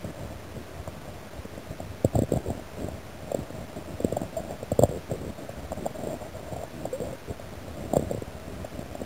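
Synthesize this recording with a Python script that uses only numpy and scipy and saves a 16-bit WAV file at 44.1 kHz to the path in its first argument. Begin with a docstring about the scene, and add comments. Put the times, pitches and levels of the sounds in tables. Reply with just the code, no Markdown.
"""Fingers knock on a diver's sealed camera housing: short, damped, sagging tones, mostly under 1 kHz.
The hand also shoves it (slow, low blows), creaks along it (runs of small blows) and rubs it (shaped noise).
A few air bubbles blip nearby as rising, fading tones, over a steady microphone hiss of shaped noise.
The recorder keeps slow, coarse samples and holds each one, which puts a thin fizz on the knocks."""
import sys
import numpy as np
from scipy import signal
from scipy.fft import rfft, irfft, next_fast_len
from scipy.io import wavfile
from scipy.ndimage import uniform_filter1d

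SR = 44100
rng = np.random.default_rng(int(sys.argv[2]) if len(sys.argv) > 2 else 0)


def master_out(mix):
    """Clip the mix to full scale and print it as 16-bit PCM to the path in sys.argv[1]."""
    frames = np.transpose(np.atleast_2d(mix))
    ceiling = np.clip(frames, -1, 1)
    pcm = np.round(ceiling * 32767).astype(np.int16)
    wavfile.write(sys.argv[1], SR, pcm)


N = 399105  # length of the scene in output samples, about 9 s
SAMPLE_HZ = 8000  # the recorder's own slow sampling rate


def gain_of(db):
    """Turns decibels into an amplitude factor."""
    return 10 ** (np.asarray(db) / 20)


def evened(x):
    """Scales a sound so that its average strength (rms) is 1."""
    return x / np.sqrt(np.mean(x ** 2) + 1e-20)


def add(mix, start_s, sound):
    """Adds a sound into the mix from a start time in seconds."""
    start = max(round(start_s * SR), 0)
    part = mix[start:][:len(sound)]
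    part += sound[:len(part)]


def coloured(x, points):
    """Shapes a noise's spectrum by (Hz, dB) points, with nothing above half the recorder's rate, at rms 1."""
    hz = np.fft.rfftfreq(len(x), 1 / SR)
    point_hz, point_db = np.transpose(points)
    gain = gain_of(np.interp(np.log(hz + 1), np.log(point_hz), point_db))
    gain = gain * (hz < SAMPLE_HZ / 2)
    return evened(irfft(rfft(x) * gain, len(x)))


def blows(times, levels_db, pitches, lengths, sag, attack):
    """Soft blows on a shell damped by water: a few cycles swell and die while the pitch sags."""
    out = np.zeros(N)
    t = np.arange(-SR // 25, SR // 15) / SR  # seconds from the loudest moment
    attack = np.clip(attack, .1, .9)
    phases = rng.random(len(times))
    for s, db, hz, length, phase in np.broadcast(times, levels_db, pitches, lengths, phases):
        # length spans the two half-strength points; the swell takes the share attack, the decay the rest
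        half_s = max(length, 1 / SAMPLE_HZ) * np.where(t < 0, attack, 1 - attack)
        u = np.clip(np.arccosh(2) * t / half_s, -60, 60)
        envelope = gain_of(db) / np.cosh(u)
        # bending waves: the high part arrives first
        turns = np.cumsum(hz * (1 - sag * np.tanh(u / 2))) / SR
        crest_s = s + (attack - .5) * length
        add(out, crest_s + t[0], envelope * np.sin(2 * np.pi * (turns + phase)))
    return out


def knocks(ring_db, wall_db, sway_db, snap_db, wall_lag_s, snap_lead_s):
    """Each knock snaps at first touch, rings the shell, bends the wall, rebounds and sways the whole housing."""
    # fingers knocking on the shell, levels before the shared trims: (time [s], ring level [dB],
    # ring pitch [Hz], wall level [dB], sway level [dB], snap level [dB])
    knock_table = [(0.048, -30, 559, -40, -23.5, -59), (0.567, -29.5, 495, -34.5, -28, -52),
                   (0.878, -27, 647, -36, -30, -31), (1.454, -28.5, 476, -27.5, -42, -53),
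                   (1.580, -30.5, 506, -30, -44.5, -52), (1.804, -25, 645, -28, -37.5, -59),
                   (2.049, -11.5, 536, -10, -14.5, -47), (2.156, -17.5, 687, -17.5, -13.5, -34),
                   (2.183, -25.5, 548, -19.5, -26, -52), (2.191, -16, 536, -14.5, -19, -42),
                   (2.222, -23.5, 580, -11.5, -24, -52), (2.236, -21.5, 503, -27.5, -25, -53),
                   (2.322, -14.5, 460, -20.5, -23, -44), (2.338, -19.5, 567, -17, -24.5, -50),
                   (2.361, -22, 556, -26, -23, -40), (2.374, -22.5, 658, -22, -27.5, -51),
                   (2.504, -22, 672, -19.5, -25.5, -50), (2.887, -25.5, 623, -28.5, -40, -53),
                   (3.319, -18, 590, -33, -41, -46), (3.348, -14.5, 548, -20.5, -36.5, -57),
                   (3.391, -41.5, 686, -21.5, -25, -53), (3.506, -31, 523, -30, -35.5, -52),
                   (4.005, -21.5, 500, -28, -36, -50), (4.048, -16.5, 492, -11, -28, -46),
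                   (4.126, -18, 504, -26.5, -25, -54), (4.170, -15.5, 655, -30, -34, -48),
                   (4.218, -26.5, 664, -20.5, -33, -49), (4.631, -24.5, 518, -31, -32, -54),
                   (4.720, -14.5, 570, -17.5, -19, -38), (4.794, -7, 493, -11.5, -19.5, -30),
                   (4.818, -23, 454, -20.5, -22, -55), (4.826, -15.5, 600, -24.5, -20, -31),
                   (4.837, -5.5, 591, -11, -16, -27.5), (4.856, -24.5, 620, -31, -34, -50),
                   (4.892, -27, 548, -37, -24.5, -52), (5.116, -21, 590, -26.5, -22.5, -44),
                   (5.494, -26, 605, -34, -32.5, -47), (5.721, -24, 660, -27.5, -36, -30.5),
                   (5.730, -23, 609, -35, -50, -51), (5.858, -23.5, 547, -55, -45, -55),
                   (5.865, -17, 667, -26, -35.5, -33), (6.073, -22.5, 483, -29.5, -45, -48),
                   (6.525, -30.5, 560, -30, -29, -55), (6.567, -26, 677, -48, -49, -52),
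                   (6.637, -26.5, 663, -50, -44, -54), (6.856, -19.5, 623, -35, -52, -48),
                   (7.004, -25.5, 511, -28, -31.5, -52), (7.399, -31, 617, -45, -42, -52),
                   (7.937, -15, 655, -16, -35, -35), (7.96, -20, 676, -28, -36, -46),
                   (7.969, -9, 549, -16, -18, -27), (7.996, -21, 471, -25.5, -26.5, -50),
                   (8.027, -27, 587, -25, -29, -50), (8.114, -17, 530, -29, -40, -54),
                   (8.149, -25.5, 516, -23, -28.5, -52), (8.178, -26.5, 515, -34, -25.5, -52),
                   (8.223, -26, 468, -27.5, -34.5, -48), (8.649, -26, 623, -37, -37, -47),
                   (8.954, -26.5, 643, -29, -43, -52), (9.018, -25, 522, -24, -38, -48)]
    s, ring_level, ring_hz, wall_level, sway_level, snap_level = np.transpose(knock_table)
    ring_s = 0.0034  # ring length
    snap = blows(s - snap_lead_s, snap_level + snap_db, 1050, 0.0018, sag=0.17, attack=0.16)
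    ring = blows(s, ring_level + ring_db, ring_hz, ring_s, sag=.1, attack=.47)
    # the finger rebounds and touches once more, softly: 9 ms later
    rebound = blows(s + .009, ring_level - 15, ring_hz, ring_s, sag=.1, attack=.45)
    wall = blows(s + wall_lag_s, wall_level + wall_db, 245.2, 0.0036, sag=.15, attack=0.36)
    sway = blows(s + 0.007, sway_level + sway_db, 124, 0.011, sag=.36, attack=0.32)
    return snap + ring + rebound + wall + sway


def thumps(level_db):
    """The palm's slower shoves sway the whole housing: longer, lower blows."""
    # shoves, levels before the shared trim: (time [s], level [dB])
    thump_table = [(0.36, -31), (0.80, -31), (1.394, -29), (1.71, -30.5), (1.905, -28.5), (2.488, -23),
                   (2.937, -30), (3.949, -27.5), (4.847, -20), (7.578, -30.5), (7.841, -32.5), (7.983, -21),
                   (8.071, -28), (8.62, -32.5)]
    s, db = np.transpose(thump_table)
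    return blows(s, db + level_db, 86, 0.012, sag=.15, attack=.4)


def creaks(jitter, uneven_db, pitch_spread):
    """A dragged fingertip sticks and lets go in an uneven run of small blows that fade slightly."""
    # runs of slips, before the random unevenness:
    # (start [s], length [s], starting level [dB], rate [slips per s])
    creak_table = [(2.463, .035, -25, 83), (2.809, .06, -32.5, 95), (4.915, .065, -25, 102),
                   (5.109, .06, -26, 84), (5.217, .07, -30, 75), (6.042, 0.05, -31.5, 130),
                   (7.287, .04, -29.5, 90), (8.486, .03, -35, 85)]
    out = np.zeros(N)
    fade_db = -1  # over the whole run
    chances = rng.uniform(-1, 1, size=(len(creak_table), 3, 16))
    for (start, length, db, per_s), (gap, force, place) in zip(creak_table, chances):
        t = np.cumsum(1 + jitter * gap) / per_s
        t = t - t[0]
        live = t <= length
        levels_db = db + fade_db * t / length + uneven_db * force
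        hz = 457.7 * (1 + pitch_spread * place)
        out += blows(start + t[live], levels_db[live], hz[live], 0.0037, sag=.15, attack=.35)
    return out


def slips(count, per_s, spread_db, smooth):
    """Tiny slips of skin, of uneven size and at random moments, over a smooth friction noise."""
    sizes = gain_of(spread_db * np.minimum(rng.exponential(1, count), 3))
    signs = rng.choice([-1, 1], count)
    happens = rng.random(count) < per_s / SR
    clicks = sizes * signs * happens
    return evened(clicks) + smooth * rng.standard_normal(count)


def tremor():
    """The resting grip tightens and eases at random: a slow gain around 1."""
    size = max(round(.045 * SR), 1)  # smoothing span of 45 ms, used twice
    drift = uniform_filter1d(uniform_filter1d(rng.standard_normal(N), size), size)
    return gain_of(3 * np.clip(evened(drift), -2, 2))  # typically 3 dB, at most 6 dB either way


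def handling():
    """Strokes swell, hold and fade over a resting grip, driving the low sway, the walls and the hollow ring."""
    # strokes along the housing, levels before the trim:
    # (start [s], length [s], pushing level [dB], wall flexing level [dB], sliding level [dB])
    rub_table = [(0.026, 0.1, -39.5, -39, -45.5), (0.532, 0.11, -42, -40, -48.5),
                 (0.747, .07, -48, -46, -43), (1.319, 0.074, -47, -56, -45.5),
                 (2.133, 0.07, -34.5, -37, -39.5), (2.288, 0.12, -35, -40.5, -43),
                 (2.441, 0.2, -42, -42, -44), (2.789, 0.1, -40, -39.5, -48.5),
                 (3.259, 0.062, -49, -43, -38.5), (3.354, 0.083, -39, -40, -46.5),
                 (3.507, 0.15, -44, -44, -46), (3.754, 0.078, -39, -37, -41),
                 (3.852, 0.11, -45, -40.5, -44), (3.987, 0.28, -41.5, -41, -41),
                 (4.323, 0.25, -46, -42.5, -39), (4.892, .12, -37.5, -41.5, -46.5),
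                 (5.087, 0.24, -40, -40.5, -47.5), (5.373, 0.099, -49.5, -41, -42),
                 (5.768, 0.096, -46.5, -36, -44), (5.946, 0.24, -46, -39, -37),
                 (6.196, .09, -44.5, -48, -39), (6.337, 0.33, -47, -51, -41),
                 (6.727, 0.18, -48.5, -41, -48), (6.999, 0.15, -43, -44, -41),
                 (7.273, .07, -39.5, -41.5, -49.5), (7.761, 0.21, -44, -39.5, -43.5),
                 (7.975, .19, -39, -39.5, -43), (8.302, 0.071, -47, -51, -45),
                 (8.472, 0.18, -42, -42.5, -49.5), (8.721, 0.15, -42, -42, -45.5),
                 (8.993, 0.066, -45, -41, -43)]
    # what the housing passes of the hand's pushing: (frequency [Hz], relative level [dB])
    push_colour = [(20, -24.5), (35, -14.5), (55, -5), (80, 2.5), (105, -2), (150, -6), (190, -13),
                   (280, -44.5)]
    # what it passes of its walls flexing: (frequency [Hz], relative level [dB])
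    flex_colour = [(110, -22.5), (165, -1), (210, 3), (280, 2.5), (360, -2), (420, -3.5), (540, -39.5)]
    # what it passes of the hand's sliding: (frequency [Hz], relative level [dB])
    slide_colour = [(300, -32.5), (420, -11), (520, -2.5), (630, 4), (720, -4), (820, -11.5), (1000, -20.5),
                    (1400, -40.5)]
    attack_s, release_s = 0.018, .035
    trim = gain_of(-1.5)

    t = np.arange(N) / SR
    friction = slips(next_fast_len(N), per_s=450, spread_db=3.0, smooth=.45)
    # the resting hand never lies quite still: push, flex and slide levels in dB before the trim
    hold = gain_of([[-46], [-50], [-48.5]]) * tremor()
    power = hold ** 2
    for start, length, *levels_db in rub_table:
        rise = (t - start) / attack_s
        fall = (start + length - t) / release_s
        stroke = np.clip(np.minimum(rise, fall), 0, 1)
        power += np.outer(gain_of(levels_db) ** 2, stroke)
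    push, flex, slide = np.sqrt(power)
    rumble = trim * push * coloured(friction, push_colour)[:N]
    walls = trim * flex * coloured(friction, flex_colour)[:N]
    ring = trim * slide * coloured(friction, slide_colour)[:N]
    return rumble + walls + ring


def bubbles(level_db, swell_s, climb_per_s):
    """A freed air bubble pulses at its own pitch, which climbs as it dies away."""
    # bubbles breaking loose, levels before the shared trim:
    # (time [s], level [dB], starting pitch [Hz], time to fade by 60 dB [s])
    bubble_table = [(4.366, -14, 629, 0.097), (4.382, -21, 667, 0.048), (6.099, -22, 604, 0.085),
                    (6.129, -24, 588, 0.11), (6.927, -16.5, 490, 0.14), (7.014, -19.5, 470, .14),
                    (7.070, -21.5, 525, 0.052), (7.126, -19.5, 511, 0.059)]
    out = np.zeros(N)
    t = np.arange(SR // 5) / SR
    for s, db, hz, t60 in bubble_table:
        turns = np.cumsum(hz * (1 + climb_per_s * t)) / SR
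        level = gain_of(db + level_db - 60 * t / t60) * np.tanh(t / swell_s)
        add(out, s, level * np.sin(2 * np.pi * turns))
    return out


def hiss():
    """The microphone's even self-noise: random noise with a fixed colour."""
    # colour of the self-noise: (frequency [Hz], relative level [dB per Hz])
    hiss_colour = [(20, 0.5), (100, 1.5), (400, 4.5), (1000, -1.5), (1500, -3.5), (2000, -6.5), (2500, -9),
                   (3000, -15.5), (3900, -24)]
    noise = rng.standard_normal(next_fast_len(N))
    return gain_of(-47.5) * coloured(noise, hiss_colour)[:N]


def scene():
    """Adds all the sounds together at the one microphone."""
    hits = knocks(ring_db=1.5, wall_db=0.5, sway_db=-0.5, snap_db=1.0, wall_lag_s=.0004, snap_lead_s=0.0003)
    hits = hits + thumps(level_db=-0.5) + creaks(jitter=.3, uneven_db=3.5, pitch_spread=0.14)
    # the blows lose their slowest pressure changes, below about 40 Hz
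    low_cut = signal.butter(2, 40, "highpass", fs=SR, output="sos")
    hits = signal.sosfilt(low_cut, hits)
    bed = handling() + hiss()
    blips = bubbles(level_db=-3.0, swell_s=0.0042, climb_per_s=3.6)
    return (hits + bed + blips)[None]


def record(dry):
    """Slow samples, held and rounded down to coarse steps, mirror the low sound into the treble."""
    t = np.arange(N) / SR
    # each moment takes the value of the nearest slow sample
    held_s = np.round(np.arange(N) * SAMPLE_HZ / SR) / SAMPLE_HZ
    held = np.interp(held_s, t, dry[0])
    step = 1 / 128  # step height of 8-bit sound
    steps = step * np.floor(held / step)
    # a faint, even sizzle lies under the steps
    sizzle = gain_of(-68.0) * rng.standard_normal(N)
    # a steep filter removes the treble above about 15750 Hz
    edge = signal.firwin(255, 15750, window=("kaiser", 8), fs=SR)
    return signal.oaconvolve(steps + sizzle, edge, "same")[None]


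dry = scene()
out = record(dry)
master_out(out)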